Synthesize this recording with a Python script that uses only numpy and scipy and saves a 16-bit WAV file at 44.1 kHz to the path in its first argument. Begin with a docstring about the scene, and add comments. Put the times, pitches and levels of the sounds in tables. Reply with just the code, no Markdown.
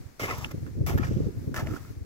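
"""On a frozen lake: three steps on crusty ice, heard through two small microphone openings (ports).
Each boot crushes the crust in a burst of tiny fractures, then rolls on with smaller crunches and snaps.
A heel thuds, the sole creaks, reflections off the ice make sweeping tones and clothing swishes once.
Gusts of wind buffet each port separately, over a faint hiss. Levels in the tables are relative."""
import sys
import numpy as np
from scipy import signal
from scipy.fft import rfft, irfft
from scipy.io import wavfile
from scipy.ndimage import uniform_filter1d, map_coordinates

SR = 44100
rng = np.random.default_rng(int(sys.argv[2]) if len(sys.argv) > 2 else 0)


def generate_wav(signal):
    """Clip the signal to [-1, 1] and save it as 16-bit WAV at the path in sys.argv[1]."""
    frames = np.transpose(np.atleast_2d(signal))
    scaled = np.clip(frames, -1, 1) * 32767
    pcm = np.round(scaled).astype(np.int16)
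    wavfile.write(sys.argv[1], SR, pcm)


N = 90404

# Tone colour of the wind's flutter: f/Hz, level/dB
FLUTTER_COLOUR = [(60, -18), (150, -11), (260, 1.5), (360, -3.5), (500, -11.5), (700, -29), (1200, -52.5),
                  (3000, -70)]


def boots():
    """The sounds of the steps reach the right port a little later and scatter off ice and walker."""
    # Delay at the right port as the boots move about: t/s, delay/ms
    port_delay = [(.2, 0.33), (.45, 0.29), (.88, 0.34), (1.07, 0.39), (1.55, 0.2), (1.68, 0.17)]
    # How much louder the right port is than the left: f/Hz, level/dB
    right_colour = [(100, 3), (700, -2.5), (1500, 3), (2600, 0.5), (4100, -3), (6300, -0.5), (8600, -4),
                    (11000, -4), (16000, 1.5)]
    phase_lead_rad, scatter_db, scatter_s = 0.87, -9, 0.028
    left, right = crunches_and_swish() + snaps() + gliding_rings()
    hz, now = np.fft.rfftfreq(N, 1 / SR), np.arange(N) / SR
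    delay_s = over_time(port_delay) / 1000
    right = map_coordinates(right, [(now - delay_s) * SR], order=5)
    right = irfft(rfft(right) * amp(over_frequency(right_colour, hz)) * np.exp(1j * phase_lead_rad), N)
    direct = np.array([left, right])
    t = np.arange(SR // 5) / SR
    tail = rng.standard_normal((2, len(t))) * amp(-60 * t / scatter_s)
    scatter = signal.fftconvolve(direct, tail / np.linalg.norm(tail[0]), axes=1)[:, :N]
    return direct + amp(scatter_db) * scatter


def crunches_and_swish():
    """Crunches of breaking crust, plus one faint high swish of clothing between steps (at 1.346 s)."""
    # Crunches and the swish: t/s, length/s, level/dB, fade/dB, treble/dB, sparkle/dB, f of the ring/Hz
    bursts = [(0.194, 0.065, -36, 1, 4, 0.5, 2270), (0.272, 0.027, -36.5, 3.5, -3.5, 1, 2420),
              (0.299, 0.04, -35.5, -3.5, 0, 2, 2120), (0.341, 0.12, -46.5, -2.5, 9.5, -1.5, 900),
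              (0.459, 0.057, -59, 2, 6, 1, 1320), (0.509, 0.0077, -46.5, 3, 5.5, 5, 2130),
              (0.663, 0.017, -48.5, -8.5, -4, 1, 1520), (.863, 0.033, -37, -2.5, 5.5, 7.5, 2270),
              (0.895, 0.033, -38, -4, 2, 3, 750), (0.929, 0.053, -48, -6.5, 2.5, 9.5, 2150),
              (0.974, 0.011, -36, 0.5, -3, 3, 1730), (0.991, 0.039, -46.5, 4.5, -2, -0.5, 1460),
              (1.029, 0.011, -34, -2.5, -14, -4, 1500), (1.043, 0.047, -44, -5.5, 7, -3.5, 1590),
              (1.103, 0.17, -54, -5.5, 9, -7, 500), (1.346, 0.134, -81, 6, 12, 13, 12000),
              (1.5415, 0.016, -38.5, -7, 3, 5.5, 1500), (1.56, 0.022, -35, -3.5, 4.5, 2.5, 1680),
              (1.59, 0.019, -37, -2, 2, 2, 735), (1.618, 0.064, -50.5, -4.5, 1, 5, 800),
              (1.661, 0.015, -45.5, 0.5, -0.5, 1, 660), (1.682, 0.091, -51.5, 2.5, 4, 3.5, 1240),
              (1.791, 0.13, -64.5, -2, 8.5, 8.5, 1290)]
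    # Tone colour of the crust: f/Hz, level/dB
    crust_colour = [(60, -4), (250, -2.5), (420, 2), (700, 1), (1100, -0.5), (1700, -0.5), (2400, -4.5),
                    (3200, -9), (4000, -15), (5400, -11), (7200, -14), (8600, -24.5), (10000, -22.5),
                    (12000, -17.5), (16000, -23)]
    # The ports hear much the same bass but different treble: f/Hz, likeness (1 = the same)
    likeness = [(100, .7), (900, .9), (1500, .85), (2200, .6), (5000, .4), (8500, .08), (15000, .05)]
    out = np.zeros((2, N))
    for start, *settings in bursts:
        add(out, start, grainy_burst(*settings))
    left, other = rfft([colour(side, crust_colour) for side in out * amp(-1)])
    same = over_frequency(likeness, np.fft.rfftfreq(N, 1 / SR))
    right = same * left + np.sqrt(1 - same ** 2) * other
    return irfft([left, right], N)


def grainy_burst(length, level_db, fade_db, treble_db, sparkle_db, ring_hz):
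    """Clumps of clicks with a ring; in a crunch, tiny fractures ring the hollow under the sole."""
    clicks_per_s, size_spread_db, clump_s = 5000, 2, 0.0044
    attack_s, release_s = 0.0018, 0.015
    wander_octaves, wander_s = 0.087, 0.0265
    treble_hz, sparkle_hz = 3260, 8900
    t = np.arange(0, length + 6 * release_s, 1 / SR)
    chance, size, *draws = rng.random((7, SR // 2))
    noise = np.array(draws) - 0.5
    sizes = (chance < clicks_per_s / SR) * amp(size_spread_db * np.minimum(-np.log(1 - size), 4))
    clicks = unit(sizes * np.sign(noise[:2]))  # each click pushes or pulls at random on each side
    powder = 0.34 * unit(noise[2:4])
    clumps_db = smooth(noise[4], clump_s)
    grains = (clicks + powder) * amp(clumps_db)
    attack = np.minimum(t / attack_s, 1)
    fade = amp(fade_db * np.minimum(t / length, 1))
    release = np.exp(-np.maximum(t - length, 0) / min(release_s, 0.55 * length))  # faster if short
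    burst = unit(grains[:, :len(t)]) * attack * fade * release
    wander = smooth(rng.standard_normal(SR // 2), wander_s)[:len(t)]  # a rolling sole resizes the hollow
    ring = 2.12 * resonate(burst, ring_hz * 2 ** (wander_octaves * wander), width_hz=145)
    hz = np.fft.rfftfreq(len(t), 1 / SR) + 1
    brightness_db = treble_db / (1 + (treble_hz / hz) ** 3) + sparkle_db / (1 + (sparkle_hz / hz) ** 6)
    return amp(level_db) * irfft(rfft(burst + ring) * amp(brightness_db), len(t))


def snaps():
    """Each single crack in the ice is a gritty chirp a few milliseconds long."""
    # Cracks: t/s, level/dB, f/Hz, length/s, upward glide/octaves
    cracks = [(0.3, -35, 1160, 0.0068, 0.26), (0.308, -26.5, 1940, 0.0086, 0.12),
              (.3825, -34, 14200, 0.0024, 0.13), (.445, -22, 2260, 0.00433, 0.71),
              (0.868, -38, 730, 0.0049, 0.21), (.885, -40, 940, 0.0042, 0.26),
              (0.98, -39, 14000, .0039, 0.049), (1.035, -34, 2310, 0.0082, .07),
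              (1.07, -38, 2050, .0024, 0.37), (1.542, -31.5, 1440, 0.0055, 0.16),
              (1.558, -37, 1280, 0.0025, 0), (1.582, -32, 1300, 0.0097, 0),
              (1.6705, -32.5, 1695, 0.0035, 1), (1.738, -39.5, 1380, 0.0037, .1),
              (1.763, -37, 1357, 0.0074, 0.21), (1.849, -45, 1280, 0.0024, 0)]
    out = np.zeros((2, N))
    for start, level_db, hz, length, glide in cracks:
        progress = np.linspace(0, 1, round(length * SR))
        band = signal.iirpeak(hz, Q=1 + hz / SR * 10, fs=SR)
        grit = unit(signal.lfilter(*band, rng.standard_normal((2, SR // 20))))[:, :len(progress)]
        tone = np.sin(2 * np.pi * np.cumsum(hz * 2 ** (glide * progress)) / SR)
        swell = np.sin(np.pi * np.sqrt(progress))
        add(out, start, amp(level_db) * swell * (tone + 0.21 * grit))
    return out


def gliding_rings():
    """A heel's low thud, creaks of the sole, and sweeping tones from sound reflecting off the ice."""
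    # Thud (first row), reflections (2-3 kHz) and creaks (the rest):
    # t/s, length/s, level/dB, first f/Hz, last f/Hz, band width/Hz
    rings = [(0.216, 0.047, -38.5, 294, 420, 207), (0.223, .03, -37, 2184, 2030, 70),
             (0.202, 0.056, -49, 2750, 3040, 260), (0.259, 0.089, -44.5, 2238, 2750, 161),
             (0.267, 0.024, -39.5, 973, 1150, 70), (.29, 0.044, -45, 1200, 1354, 160),
             (0.321, .028, -38, 1095, 990, 60.4), (0.345, 0.041, -53.5, 838, 995, 40),
             (0.401, 0.021, -49, 1250, 1210, 35), (0.425, 0.022, -52, 1007, 980, 35),
             (1.563, 0.07, -47, 1696, 1510, 140)]
    out = np.zeros((2, N))
    for start, length, level_db, first_hz, last_hz, width_hz in rings:
        progress = np.linspace(0, 1, round(length * SR))
        decay = np.exp(-np.pi * width_hz / SR)
        noise = rng.standard_normal((2, SR // 2))
        wobble = signal.lfilter([1], [1, -2 * decay, decay ** 2], noise)[:, -len(progress):]
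        angle = 2 * np.pi * np.cumsum(first_hz + (last_hz - first_hz) * progress) / SR
        ring = unit(wobble[0] * np.cos(angle) + wobble[1] * np.sin(angle))
        swell = np.sqrt(abs(np.sin(np.pi * progress)))
        add(out, start, (amp(level_db) * swell * ring)[None])
    return out


def wind():
    """Gusts on the ports make a deep rumble with a flutter above it."""
    # Tone colour of the rumble: f/Hz, level/dB
    rumble_colour = [(10, -51), (28, -17), (40, -9), (54, -7), (75, -3.5), (105, -3), (150, -5.5),
                     (220, -19.5), (400, -47), (900, -77)]
    # Rise and fall of the rumble: t/s, level/dB
    rumble_levels = [(0, -41), (.07, -54.5), (.17, -73), (.23, -40), (.28, -44.5), (.42, -36.5),
                     (.48, -42.5), (.79, -37.5), (.83, -33), (.96, -30), (1.15, -33.5), (1.25, -29.5),
                     (1.33, -47.5), (1.38, -35.5), (1.46, -39), (1.54, -34.5), (1.73, -35), (1.79, -46),
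                     (2.04, -47)]
    # Rise and fall of the flutter: t/s, level/dB
    flutter_levels = [(0, -50.5), (.17, -84), (0.221, -39), (.3, -47.5), (.55, -49), (.61, -53.5),
                      (.69, -45), (.73, -57), (0.769, -41), (1.01, -37.5), (1.08, -42.5), (1.19, -38.5),
                      (1.23, -43.5), (1.28, -35.5), (1.32, -50.5), (1.49, -42), (1.751, -43), (1.8, -58.5),
                      (2.05, -53.5)]
    rumble = turbulence(rumble_colour, rumble_levels, gain_db=2.5)
    flutter = turbulence(FLUTTER_COLOUR, flutter_levels, gain_db=3)
    return rumble + flutter


def turbulence(shape, levels, gain_db):
    """Churning air presses on each port in its own random lumps, following the gusts."""
    lump_db, lump_s = 5, 0.015
    noise, jitter = rng.standard_normal((2, 2, N))
    keep_slow = np.exp(-(np.fft.rfftfreq(N, 1 / SR) * lump_s) ** 2)
    lumps = unit(irfft(rfft(jitter) * keep_slow, N))
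    pressure = noise * amp(lump_db * np.clip(lumps, -2, 2))
    flow = unit(np.array([colour(side, shape) for side in pressure]))
    return flow * amp(gain_db + over_time(levels))


def buffets():
    """A large swirl of air pushes and pulls at one port, then the other, with a short flutter."""
    # Swirls: t/s, f/Hz, left level/dB, right level/dB, flutter level against the swirl/dB
    swirls = [(0.064, 93, -57, -29, -35), (0.545, 150, -29.5, -26.5, -3.5), (0.581, 118, -23.5, -29, -11),
              (0.633, 119, -24.5, -29.5, -16.5), (0.8151, 106, -13, -14, -18.5),
              (0.847, 102, -17.5, -37, -20), (0.949, 93, -15.5, -28, -19), (.9557, 113, -23, -10.5, -17.5),
              (.998, 240, -17, -26, -16), (1.113, 213, -20.5, -22, -4.5), (1.122, 437, -24.5, -30, -6),
              (1.17, 153, -25, -13.5, -15.5), (1.205, 278, -15.5, -19.5, -7.5),
              (1.222, 112, -24, -20.5, -13), (1.27, 198, -24, -21, -10), (1.377, 101, -24.5, -24.5, -19.5),
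              (1.479, 130, -19.5, -20.5, -15), (1.631, 128, -22, -21, -13), (1.909, 101, -26.5, -36, -18.5),
              (1.977, 85, -28, -32, -26.5), (2.022, 83.6, -27.5, -30, -24)]
    swirl_cycles, wake_cycles, port_gap_cycles = 0.75, 1.14, 0.28
    out = np.zeros((2, N))
    wake = unit(np.array([colour(side, FLUTTER_COLOUR) for side in rng.standard_normal((2, N))]))
    for peak_s, hz, left_db, right_db, flutter_db in swirls:
        phase, direction = rng.random(2)
        cycles = (np.arange(N) / SR - peak_s) * hz
        port_shift = np.array([[0], [np.sign(direction - 0.5) * port_gap_cycles]])
        swing = np.sin(2 * np.pi * (cycles + phase + port_shift)) * np.exp(-(cycles / swirl_cycles) ** 2)
        flutter = amp(flutter_db) * wake * np.exp(-(cycles / wake_cycles) ** 2)
        out += amp([[left_db], [right_db]]) * (swing + flutter)
    return out


def hiss():
    """A faint background hiss drifts in level and is coloured differently by each port."""
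    # Tone colour at the left port: f/Hz, level/dB
    left_colour = [(50, 14.5), (400, 14), (900, 3.5), (2200, 1), (2950, -6.5), (3400, -4), (4400, -0.5),
                   (5600, -3), (7500, -3), (9200, -7.5), (12500, -5.5), (16000, -6)]
    # Tone colour at the right port: f/Hz, level/dB
    right_colour = [(50, 28.5), (400, 12.5), (900, 9), (2200, 7), (3200, -2.5), (4000, -10), (5200, 3.5),
                    (6500, 1), (8500, -20), (10500, -15), (14000, -9), (16000, -25)]
    # Slow drift: t/s, level/dB
    drift = [(0, 3.5), (.15, 0.5), (.55, 4.5), (.82, 0.5), (1.15, 1.5), (1.42, 3.5), (1.53, 2), (1.85, 5),
             (2.05, -1.5)]
    left, right = rng.standard_normal((2, N))
    return amp(over_time(drift) - 56) * np.array([colour(left, left_colour), colour(right, right_colour)])


def amp(db):
    """Turns decibels into a gain."""
    return 10 ** (np.asarray(db) / 20)


def unit(x):
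    """Scales a signal to an average power of 1."""
    return x / np.sqrt(np.mean(x ** 2) + 1e-20)


def smooth(noise, seconds):
    """Averages noise into a slower wobble of power 1."""
    return unit(uniform_filter1d(noise, round(seconds * SR)))


def over_time(points):
    """Joins a table's points with straight lines, one value per sample."""
    return np.interp(np.arange(N) / SR, *np.transpose(points))


def over_frequency(points, hz):
    """Reads a table at the frequencies hz, with octaves evenly spaced."""
    f, value = np.transpose(points)
    return np.interp(np.log(hz + 1), np.log(f + 1), value)


def colour(sound, points):
    """Gives a sound a tone colour; white noise keeps its power."""
    log_gain = np.log(amp(over_frequency(points, abs(np.fft.fftfreq(8192, 1 / SR)))))
    response = np.exp(np.conj(signal.hilbert(log_gain)))  # rings after a click, never before it
    taps = np.fft.ifft(response).real[:4096]
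    return signal.fftconvolve(sound, taps / np.linalg.norm(taps))[:len(sound)]


def resonate(sound, hz, width_hz):
    """Picks out a narrow band around the moving pitch hz."""
    turn = np.exp(2j * np.pi * np.cumsum(hz) / SR)
    decay = np.exp(-np.pi * width_hz / SR)
    return 2 * (turn * signal.lfilter([1 - decay], [1, -decay], sound / turn)).real


def add(mix, start_s, sound):
    """Adds a sound to both channels of the mix at start_s."""
    part = mix[:, round(start_s * SR):][:, :sound.shape[1]]
    part += sound[:, :part.shape[1]]


def scene():
    """Wind and footsteps over the hiss."""
    return wind() + buffets() + boots() + hiss()


def record(dry):
    """Cuts off the very highest treble."""
    cutoff_hz = 15850
    low_pass = signal.firwin(511, cutoff_hz, window=("kaiser", 9), fs=SR)
    return signal.oaconvolve(dry, low_pass[None], "same")


dry = scene()
out = record(dry)
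generate_wav(out)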